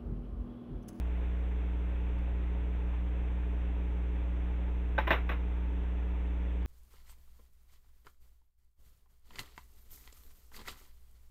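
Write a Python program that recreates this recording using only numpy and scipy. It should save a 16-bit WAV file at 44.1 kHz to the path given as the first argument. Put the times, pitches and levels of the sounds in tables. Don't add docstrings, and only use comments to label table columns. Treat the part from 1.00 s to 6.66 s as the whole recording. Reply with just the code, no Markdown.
import sys
import numpy as np
from scipy import signal
from scipy.fft import rfft, irfft
from scipy.io import wavfile

SR = 44100
rng = np.random.default_rng(int(sys.argv[2]) if len(sys.argv) > 2 else 0)


def master_out(mix):
    frames = np.transpose(np.atleast_2d(mix))
    ceiling = np.clip(frames, -1, 1)
    pcm = np.round(ceiling * 32767).astype(np.int16)
    wavfile.write(sys.argv[1], SR, pcm)


N = 249606
TIME = np.arange(N) / SR

# multiple of the mains pitch, level in dB rms.
MAINS_HARMONICS = [(1, -31.8), (2, -56), (3, -48.8), (4, -64), (5, -55), (6, -69), (7, -62), (8, -75),
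                   (9, -67), (10, -77), (11, -70)]
# multiple of a third, level in dB rms.
MAINS_THIRDS = [(4, -76), (5, -69), (7, -67), (8, -73), (11, -69), (13, -73), (16, -74), (17, -77)]
# multiple of the shaft speed, level in dB rms before wavering,
# spread of the waver in dB.
BLADE_TONES = [(1, -65, 3), (2, -52.5, 1), (6, -56, 1), (12, -62, 2), (18, -58.5, 2.5), (24, -64, 2.5),
               (26, -68, 2.5), (30, -65.5, 2.5), (36, -72, 2.5), (42, -76, 2.5), (48, -72, 3)]
# frequency in Hz, relative level in dB per Hz.
AIR_SPECTRUM = [(8, -64.5), (20, -58.5), (42, -62.5), (64, -68), (78, -67), (110, -70), (330, -75),
                (450, -75.5), (620, -79), (900, -76), (1150, -80.5), (2600, -82), (3000, -89), (3500, -89),
                (4350, -110), (5000, -130)]
# frequency in Hz, width of one pass in Hz, level in dB rms.
HOUSING_MODES = [(423.6, 52, -61), (547.4, 58, -65), (882, 110, -65.5), (678, 45, -70.5)]
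# frequency in Hz, relative level in dB per Hz.
HISS_SPECTRUM = [(3500, -19.5), (4400, -2.5), (5100, -2), (5700, 3), (8200, 0), (9500, -4.5), (10300, -6),
                 (11300, -21.5), (12000, -9), (12600, 0.5), (13400, -2), (14500, -3.5), (15600, -14.5)]
# frequency in Hz, width of one pass in Hz, level in dB rms.
TREBLE_BANDS = [(2912, 5, -86), (5830, 8, -97), (6100, 130, -90), (6805, 10, -101), (7900, 500, -94),
                (9890, 100, -99)]
# start in seconds, base ring level in dB, base crack level in dB,
# first and second favoured mode in Hz.
TOUCHES = [(3.980, -31.5, -42, 560, 1550), (3.986, -39.5, -39, 870, 870), (4.071, -41, -45, 330, 1960),
           (4.076, -38, -37, 1015, 2360), (4.106, -28, -28.5, 649, 1770), (4.112, -26.5, -43, 930, 1960),
           (4.131, -38, -43.5, 1015, 2620), (4.292, -41.5, -39.5, 480, 1130),
           (4.298, -39, -48.5, 405, 1960), (4.316, -49, -47, 1130, 2850)]
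# frequency in Hz, 60 dB decay time in seconds.
BODY_MODES = [(95, .2), (200, .1), (330, .09), (405, .09), (480, .09), (560, .08), (640, .08), (685, .09),
              (780, .07), (870, .07), (1015, .09), (1130, .07), (1550, .06), (1770, .05), (1960, .05),
              (2360, .07), (2600, .06), (2850, .05), (3400, .05), (3800, .05)]
# frequency in Hz, gain in dB.
MODE_GAINS = [(95, -7.5), (200, -6.5), (330, -8), (600, -7.5), (1000, -3), (2000, 0), (2700, -23),
              (3800, -6)]
# frequency in Hz, relative level in dB per Hz.
CRACK_SPECTRUM = [(150, -5.5), (400, -1), (1000, 0.5), (2000, 0.5), (2800, -6), (3100, -14), (3800, -15),
                  (4500, -42), (5500, -35.5), (7000, -47.5), (8500, -54), (10500, -45), (11500, -55),
                  (12300, -38), (13500, -34), (14600, -40), (15700, -57)]
# start in seconds, noise level in dB before the resonance, centre in Hz.
TICK_PUFFS = [(1.186, -60, 4300), (5.629, -54, 2700)]

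MAINS_HZ, SHAFT_HZ = 59.978, 15.5
OVERTONE_LAG = 1.2
SECOND_HUM_HZ, SECOND_HUM_DB, IN_STEP_S = 120.13, -62, 2.3
AIR_DB, HISS_DB = -50, -82
FAVOUR_DB, RING_CUT_HZ = 11.5, 4000
DULL_DB, DULL_HZ = 4, 1760
HEAVY_DB, TABLE_TOP_HZ = -29, 250
CRACK_T60_S, CRACK_RISE_S = 0.19, 0.0004
CHATTER_HZ, CHATTER_DB = 200, 0.5
SNAP_DB, SNAP_T60_S = 4.5, 0.025
ROOM_T60_S, ROOM_RISE_S, ROOM_DB = 0.25, 0.0081, -8.5
CUTOFF_HZ = 15700


def amp(db):
    return 10 ** (np.asarray(db) / 20)


def rms_one(x):
    return x / np.sqrt(np.mean(x ** 2) + 1e-20)


def drift(rate_hz):
    pole = np.exp(-80 * np.pi * rate_hz / SR)
    draws = rng.standard_normal(N // 40 + 2002)
    slow = signal.lfilter([1], [1, -2 * pole, pole * pole], draws)[2000:]
    return np.interp(np.arange(N) / 40, np.arange(len(slow)), rms_one(slow - slow.mean()))


def coloured(spectrum):
    hz, level_db = np.transpose(spectrum)
    grid_hz = np.maximum(np.arange(N // 2 + 1) * SR / N, 1)
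    gain = amp(np.interp(np.log(grid_hz), np.log(hz), level_db))
    return rms_one(irfft(rfft(rng.standard_normal(N)) * gain, N))


def resonate(x, hz, width_hz):
    r = np.exp(-np.pi * width_hz / SR)
    feedback = [1, -2 * r * np.cos(2 * np.pi * hz / SR), r * r]
    return signal.lfilter([(1 - r * r) / 2, 0, (r * r - 1) / 2], feedback, x)


def noise_bands(table):
    total = np.zeros(N)
    for hz, width_hz, db in table:
        once = resonate(rng.standard_normal(N), hz, width_hz)
        total += amp(db) * rms_one(resonate(once, hz, width_hz))
    return total


def hum():
    turn = 2 * np.pi * MAINS_HZ * TIME
    wave = np.zeros(N)
    for k, db in MAINS_HARMONICS:
        wave += amp(db) * np.cos(k * turn - OVERTONE_LAG * (k > 1))
    for k, db in MAINS_THIRDS:
        wave += amp(db) * np.cos(k * turn / 3 + rng.uniform(0, 2 * np.pi))
    slip = 2 * np.pi * (SECOND_HUM_HZ - 2 * MAINS_HZ) * (TIME - IN_STEP_S)
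    second_hum = amp(SECOND_HUM_DB) * np.cos(2 * turn - OVERTONE_LAG + slip)
    return np.sqrt(2) * (wave + second_hum)


def blades():
    turn = 2 * np.pi * SHAFT_HZ * np.cumsum(1 + 0.001 * drift(0.44)) / SR
    total = np.zeros(N)
    for k, db, waver_db in BLADE_TONES:
        level = np.sqrt(2) * amp(db + waver_db * drift(3.8))
        total += level * np.cos(k * turn + rng.uniform(0, 2 * np.pi))
    return total


def air():
    throb_db = 0.22 * np.cos(2 * np.pi * SHAFT_HZ * TIME) + 0.43 * drift(8.8)
    rush = amp(AIR_DB + throb_db) * coloured(AIR_SPECTRUM)
    hiss = amp(HISS_DB) * coloured(HISS_SPECTRUM)
    return rush + noise_bands(HOUSING_MODES) + hiss + noise_bands(TREBLE_BANDS)


def body_ring(since, ring_db, favoured_hz):
    rattle = 0.045 * amp(-60 * since / 0.025) * rng.standard_normal(len(since))
    rattle[0] = 1
    gain_hz, gain_db = np.transpose(MODE_GAINS)
    total = np.zeros(len(since))
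    for k, (hz, t60_s) in enumerate(BODY_MODES):
        ring = resonate(rattle, hz, np.log(1000) / np.pi / t60_s)
        favour = sum(np.exp(-(np.log2(hz / f) / 0.08) ** 2) for f in favoured_hz)
        level_db = ring_db + np.interp(np.log(hz), np.log(gain_hz), gain_db)
        level_db += FAVOUR_DB * favour
        level_db -= DULL_DB * np.log2(1 + (hz / DULL_HZ) ** 2)
        level_db += 1.5 * (ring_db - HEAVY_DB) * (hz < TABLE_TOP_HZ)
        total += amp(level_db) * (-1) ** k * ring / np.abs(ring).max()
    return total


def crack_power(since, crack_db):
    crack = amp(crack_db - 60 * since / CRACK_T60_S) ** 2
    snap = amp(crack_db + SNAP_DB - 60 * since / SNAP_T60_S) ** 2
    return (crack + snap) * np.minimum(since / CRACK_RISE_S, 1) ** 2


def room_power(since, ring_db):
    decay = amp(ring_db + ROOM_DB - 60 * since / ROOM_T60_S)
    return (decay * np.minimum(since / ROOM_RISE_S, 1)) ** 2


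def knocks():
    rings, cracks, tail = np.zeros(N), np.zeros(N), np.zeros(N)
    since = np.arange(SR // 2) / SR
    noise = coloured(CRACK_SPECTRUM)
    bright = signal.sosfilt(signal.butter(2, 2200, "high", fs=SR, output="sos"), noise)
    chatter = amp(CHATTER_DB * drift(CHATTER_HZ))
    for start_s, ring_db, crack_db, first_hz, second_hz in TOUCHES:
        start = round(start_s * SR)
        span = slice(start, start + len(since))
        rings[span] += body_ring(since, ring_db, (first_hz, second_hz))
        cracks[span] += crack_power(since, crack_db)
        tail[span] += room_power(since, ring_db)
    ring_cut = signal.cheby2(8, 50, 1.2 * RING_CUT_HZ, fs=SR, output="sos")
    rings = signal.sosfilt(ring_cut, rings + 1e-18)
    crack_sound = chatter * np.sqrt(cracks) * (0.91 * bright + 1.09 * noise)
    return rings + crack_sound + np.sqrt(tail) * noise


def ticks():
    noise = rng.standard_normal(N)
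    total = np.zeros(N)
    for start_s, db, hz in TICK_PUFFS:
        decay = amp(db - 60 * np.maximum(TIME - start_s, 0) / 0.025)
        puff = decay * (TIME >= start_s) * noise
        total += resonate(puff + 1e-18, hz, hz / 2)
    return total


def scene():
    return (hum() + blades() + air() + knocks() + ticks())[None]


def record(dry):
    return signal.sosfilt(signal.ellip(11, 0.2, 60, CUTOFF_HZ, fs=SR, output="sos"), dry)


dry = scene()
out = record(dry)
master_out(out)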